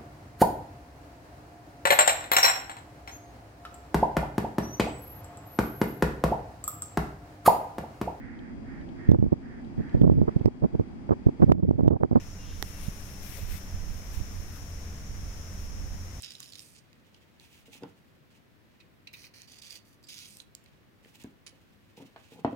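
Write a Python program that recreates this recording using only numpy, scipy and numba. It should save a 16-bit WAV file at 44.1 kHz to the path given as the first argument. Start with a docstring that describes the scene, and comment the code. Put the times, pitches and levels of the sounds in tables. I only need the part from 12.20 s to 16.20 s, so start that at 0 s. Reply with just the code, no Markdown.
"""A quiet shaded yard. A far insect chorus shrills over a faint engine drone and distant air, and a bird
peeps three times with a soft echo. Up close are the sounds of a hand-held recorder: light air buffets
the right microphone port, faint scuffs brush by, a sliding finger hisses and rings the gap over the
left port, and the case clicks once."""
import sys
import numpy as np
from scipy import signal
from scipy.fft import rfft, irfft
from scipy.io import wavfile
from scipy.ndimage import uniform_filter1d
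from numba import njit

SR = 44100
rng = np.random.default_rng(int(sys.argv[2]) if len(sys.argv) > 2 else 0)


def wav_record(signal):
    """Record a signal, one row per channel, as 16-bit PCM in the file named by sys.argv[1]."""
    frames = np.transpose(np.atleast_2d(signal))
    bounded = np.clip(frames, -1, 1)
    # unit amplitude maps onto the largest positive 16-bit level
    quanta = np.round(bounded * 32767).astype(np.int16)
    wavfile.write(sys.argv[1], SR, quanta)


N = 176400  # 4 s
TIME = np.arange(N) / SR


def undb(db):
    """Decibels to gain."""
    return 10 ** (np.asarray(db) / 20)


def unit(x):
    """Scale to rms 1."""
    return x / np.sqrt(np.mean(x ** 2))


def curve(rows, column=1):
    """Automation lane: straight lines through one column of (time, value, ...) rows."""
    columns = np.array(rows).T
    return np.interp(TIME, columns[0], columns[column])


def per_bin(hz, values):
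    """Join points on a log-frequency axis, one value per FFT bin."""
    bin_hz = np.arange(N // 2 + 1) * SR / N
    return np.interp(np.log(bin_hz + 1e-9), np.log(hz), values)


def colour(x, points):
    """EQ a signal through (Hz, dB) points, then scale it to rms 1."""
    gain = undb(per_bin(*np.array(points).T))
    return unit(irfft(rfft(x) * gain, N))


def pan(db):
    """Left and right gains, with the left louder by db."""
    return undb(np.array([[db], [-db]]) / 2)


def walk(rate_hz):
    """Smooth random modulator at rms 1."""
    hold = max(int(SR / rate_hz), 1)
    steps = np.repeat(rng.standard_normal(N // hold + 2), hold)
    return unit(uniform_filter1d(uniform_filter1d(steps, hold), hold)[:N])


def swell(start, length):
    """A rounded fade in and out."""
    return np.sin(np.pi * np.clip((TIME - start) / length, 0, 1))


def flicker(x, depth_db, rate_hz, bands=24):
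    """Let each narrow band of a hiss waver on its own."""
    place = np.linspace(0, bands - 1, N // 2 + 1)
    spectrum = rfft(x)
    slices = (irfft(spectrum * np.maximum(1 - np.abs(place - k), 0), N) for k in range(bands))
    return sum(band * undb(depth_db * walk(rate_hz)) for band in slices)


@njit
def bandpass(x, hz, width):
    """State-variable band-pass with a moving centre and width."""
    y, band_state, low_state = np.empty(len(x)), 0., 0.
    for i in range(len(x)):
        g = np.tan(np.pi * min(hz[i], .45 * SR) / SR)
        damping = width[i] / hz[i]
        band = (band_state + g * (x[i] - low_state)) / (1 + g * (g + damping))
        band_state = 2 * band - band_state
        low_state += 2 * g * band
        y[i] = damping * band
    return y


def band_noise(hz, width):
    """Noise through a resonance applied twice, equally strong at any width."""
    centre, width = hz * np.ones(N), width * np.ones(N)
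    once = bandpass(rng.standard_normal(N), centre, width)
    return unit(bandpass(once, centre, width) / np.sqrt(width))


# Tone of the distant air (frequency [Hz], relative level [dB])
AIR_EQ = [(20, 4), (80, -6.5), (110, -4.5), (200, -11), (340, -17), (600, -19), (900, -21.5), (2000, -24),
          (3200, -29), (4500, -32.5), (8000, -33.5), (13500, -36.5), (16000, -39.5)]
# Stereo image of the air (frequency [Hz], likeness of the two sides [0-1], left minus right [dB])
AIR_IMAGE = [(41.3, 0.87, 3.5), (253, 0.88, 1.5), (590, 0.57, .5), (1190, 0, 3.5), (2380, 0, 6),
             (4050, 0, 0), (12000, 0, 4)]
def air(level_db=-43.5):
    """A bed of far rumble and hiss, alike at both ports in the bass and diffuse above."""
    hz, likeness, lean_db = np.array(AIR_IMAGE).T
    alike, lean = per_bin(hz, likeness), per_bin(hz, lean_db)
    mid, side = rfft(rng.standard_normal((2, N)))
    sign = np.array([[1], [-1]])
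    stereo = np.sqrt(1 + alike) * mid + sign * np.sqrt(1 - alike) * side
    bed = irfft(stereo * undb(sign * lean / 2), N)
    return colour(bed, AIR_EQ) * undb(level_db + .5 * walk(4.35))


# Tones of the far engines (frequency [Hz], average level [dB])
ENGINE_TONES = [(43.3, -48), (65, -51), (82.5, -51.5), (87.7, -47.5), (131, -58.5), (161, -66.5),
                (191, -57.5), (208.5, -62.5), (243, -71), (287, -63), (311, -72), (416, -76)]
def engine_drone(drift=.008, flutter_depth=.35, swell_db=1.0, deep_hz=150, rise_db_per_s=1.63):
    """Low tones drift, swell and flutter one by one; the deepest grow as the engines draw nearer."""
    out = 0
    for hz, db in ENGINE_TONES:
        cycles = np.cumsum(hz * (1 + drift * walk(7))) / SR + rng.random()
        flutter = 1 + flutter_depth * (walk(21.925) + 1j * walk(22.25))  # shakes level and phase
        tone = unit(np.real(flutter * np.exp(2j * np.pi * cycles)))
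        rise_db = rise_db_per_s * (TIME - TIME.mean()) * (hz < deep_hz)
        out += tone * undb(db + rise_db + swell_db * walk(3.02))
    return out


# Shrill band of the insect chorus (frequency [Hz], relative level [dB])
INSECT_EQ = [(4000, -41), (4750, -21.5), (5150, -3.5), (5520, -2), (5900, -3), (6350, -7), (6850, -6.5),
             (7150, -16), (7600, -58), (10000, -81)]
def insects(count=5, level_db=-54, pulse_hz=207.3, pulse_depth=.27, swell_db=.8, rise_db_per_s=.25):
    """A slowly gathering chorus, blurred by distance; each insect buzzes at its own pulse rate."""
    chorus = 0
    for _ in range(count):
        rate_hz = pulse_hz * np.exp(.2 * rng.standard_normal() + .03 * walk(5.4))
        buzz = 1 + pulse_depth * np.sin(2 * np.pi * np.cumsum(rate_hz) / SR)
        chorus += buzz * undb(swell_db * walk(3.64)) * rng.standard_normal((2, N))
    rise_db = rise_db_per_s * (TIME - TIME.mean())
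    return colour(chorus, INSECT_EQ) * undb(level_db + rise_db) * pan(db=5.5)


# Gusts on the right port (time [s], level [dB])
GUST_LEVELS = [(0, -40), (.25, -44), (.35, -36), (.55, -44.5), (1.17, -43), (1.24, -32), (1.35, -30.5),
               (1.42, -45), (1.56, -33), (1.69, -30.5), (1.82, -42), (1.98, -34.5), (2.07, -41),
               (2.19, -32), (2.35, -47), (2.78, -49), (2.94, -32), (3.25, -44.5), (3.68, -32.5), (4, -52)]
# Tone of the buffeting (frequency [Hz], relative level [dB])
BUFFET_EQ = [(8, -6), (18, 9.5), (55, -1.5), (100, -7.5), (200, -22), (400, -39), (1200, -66)]
# Soft bumps of air (centre time [s], level [dB], half length [s], direction [1 push, -1 suck])
AIR_BUMPS = [(.444, -24.5, .0027, 1), (.6857, -13.8, .0015, 1), (1.233, -22, .0021, 1),
             (1.256, -27, .002, 1), (1.34, -23, .004, -1), (1.551, -23, .0036, 1), (1.678, -24, .0035, -1),
             (1.979, -16.5, .004, -1), (2.004, -22.5, .0011, 1), (2.016, -16.5, .0028, 1),
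             (2.203, -24, .0035, 1), (2.43, -27, .0024, 1)]
def wind(skew=.36, left_bleed_db=-30):
    """Eddies rumble on the right port; each bump pushes or sucks, then rebounds more weakly."""
    pressure = colour(rng.standard_normal(N), BUFFET_EQ) * undb(curve(GUST_LEVELS))
    for centre, db, half_length, direction in AIR_BUMPS:
        offset = (TIME - centre) / half_length
        pressure += direction * undb(db) * (skew - offset) * np.exp(-offset ** 2 / 2)
    return pressure * np.array([[undb(left_bleed_db)], [1]])


# Faint scuffs (start [s], length [s], centre [Hz], level [dB], left minus right [dB])
SCUFF_STROKES = [(-.03, .088, 2530, -59.5, 11), (.17, .26, 3100, -59.5, 4), (.315, .02, 1480, -56, -4),
                 (.587, .13, 3200, -62.5, 10), (1.165, .045, 500, -52.5, 3), (1.04, .24, 2300, -59.5, 12),
                 (1.29, .105, 2150, -57, 12), (1.985, .02, 2740, -60, 14), (2.28, .14, 1400, -60, 4)]
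def scuffs(width_ratio=.58):
    """Soft brushing near the recorder: bands of noise that fade in and out."""
    return sum(undb(db) * pan(pan_db) * swell(start, length) * band_noise(hz, width_ratio * hz)
               for start, length, hz, db, pan_db in SCUFF_STROKES)


# The bird's peeps (start [s], length [s], starting pitch [Hz], level [dB])
BIRD_NOTES = [(.175, .085, 2790, -57.5), (.27, .1, 3620, -63), (.505, .11, 2790, -59.5)]
def bird(waver=.012, sag_hz_per_s=550, echo_s=.08, echo_db=-5):
    """Short far whistles that waver and sag in pitch, each drawn out by an echo from the yard."""
    peeps = 0
    for start, length, hz, db in BIRD_NOTES:
        pitch = hz * (1 + waver * walk(121.8)) - sag_hz_per_s * (TIME - start)
        peeps += undb(db) * swell(start, length) * np.sin(2 * np.pi * np.cumsum(pitch) / SR)
    return peeps + undb(echo_db) * np.interp(TIME - echo_s, TIME, peeps)


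# Fader ride of the finger sliding on the case (time [s], gain [dB])
SLIDE_FADER = [(0, -85), (.34, -65.5), (.47, -56.5), (.58, -58.5), (.645, -54), (.72, -60), (.85, -57),
               (1.015, -60), (1.035, -53.5), (1.18, -50), (1.265, -58), (1.315, -50), (1.378, -50),
               (1.395, -57.5), (1.48, -65), (1.62, -68), (1.72, -60.5), (1.90, -62.5), (1.95, -52.5),
               (2.01, -62), (2.31, -62.5), (2.36, -56.5), (2.41, -62.5), (2.86, -71.5), (3.06, -66.5),
               (3.2, -68), (3.44, -61), (3.49, -69), (4, -66)]
# Tone of the skin's hiss (frequency [Hz], relative level [dB])
SKIN_EQ = [(500, -57), (1200, -0.5), (2100, 5.5), (3000, 1.5), (4200, -1.5), (6500, -3.5), (8500, -1),
           (12000, 0.5), (15500, -3)]
# Resonance between finger and port (time [s], centre [Hz], width [Hz], pre-fader level [dB])
GAP_RESONANCE = [(.4, 10600, 5600, 0), (.65, 10500, 5600, 2.5), (1.015, 11300, 5000, -3),
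                 (1.035, 11800, 3300, 4), (1.11, 12500, 3800, 2), (1.2, 13700, 3400, -.5),
                 (1.33, 13000, 5600, .5), (1.95, 13200, 5600, 0), (2.35, 12000, 7000, -2),
                 (4, 11500, 5600, -.5)]
def finger_slide(skin_gain_db=6.5):
    """Skin hisses unevenly on the case and rings the gap over the left port, sharply when it slips."""
    centre_hz, width_hz, gap_db = (curve(GAP_RESONANCE, column) for column in (1, 2, 3))
    gap = undb(gap_db) * band_noise(centre_hz, width_hz)
    skin = undb(skin_gain_db) * colour(rng.standard_normal(N), SKIN_EQ)
    friction = flicker(skin + gap, depth_db=1.1, rate_hz=45)  # uneven grip
    fader = undb(curve(SLIDE_FADER) + .5 * walk(110))
    return friction * fader * np.array([[1], [0]])


# Contacts that fuse into one click (time [s], gain [dB])
CLICK_CONTACTS = [(.4255, 0), (.42666, -19), (.42745, -22.5)]
# Ringing modes of the case (frequency [Hz], level [dB], time to fall 60 dB [s])
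CASE_MODES = [(275, -24.5, .021), (410, -24.8, .026), (790, -24.5, .019), (1268, -19.5, .007),
              (1925, -19.8, .011), (3293, -19.2, .0054), (4138, -16, .0035), (5546, -17.1, .0047),
              (6050, -19, .0046), (8222, -23.2, .004), (11980, -19, .002), (14120, -21, .0024)]
def case_click(left_bleed_db=-23, tick_db=-18, tick_hz=14000, tick_lag_s=.00012, tick_decay_s=.00012):
    """The case snaps beside the right port; the left port gets mostly a thin tick, a moment later."""
    ring, tick = 0, 0
    for start, db in CLICK_CONTACTS:
        age = np.maximum(TIME - start, 0)
        for k, (hz, mode_db, t60) in enumerate(CASE_MODES):
            mode = np.sin(2 * np.pi * hz * age) * np.exp(-np.log(1000) * age / t60)
            ring += (-1) ** k * undb(db + mode_db) * mode  # modes alternate in polarity
        tick_age = np.maximum(age - tick_lag_s, 0)
        tick_envelope = undb(db + tick_db) * np.exp(-tick_age / tick_decay_s)
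        tick += tick_envelope * np.sin(2 * np.pi * tick_hz * tick_age)
    return np.array([undb(left_bleed_db) * ring + tick, ring])


def scene():
    """The stereo mix: the yard's steady bed, with the bird and the close sounds on top."""
    bed = air() + engine_drone() + insects()
    return bed + wind() + scuffs() + bird() + finger_slide() + case_click()


def record(dry):
    """The recorder cuts the top steeply."""
    cutoff_hz = 15750
    return signal.sosfilt(signal.ellip(10, .2, 80, cutoff_hz, fs=SR, output="sos"), dry)


dry = scene()
out = record(dry)
wav_record(out)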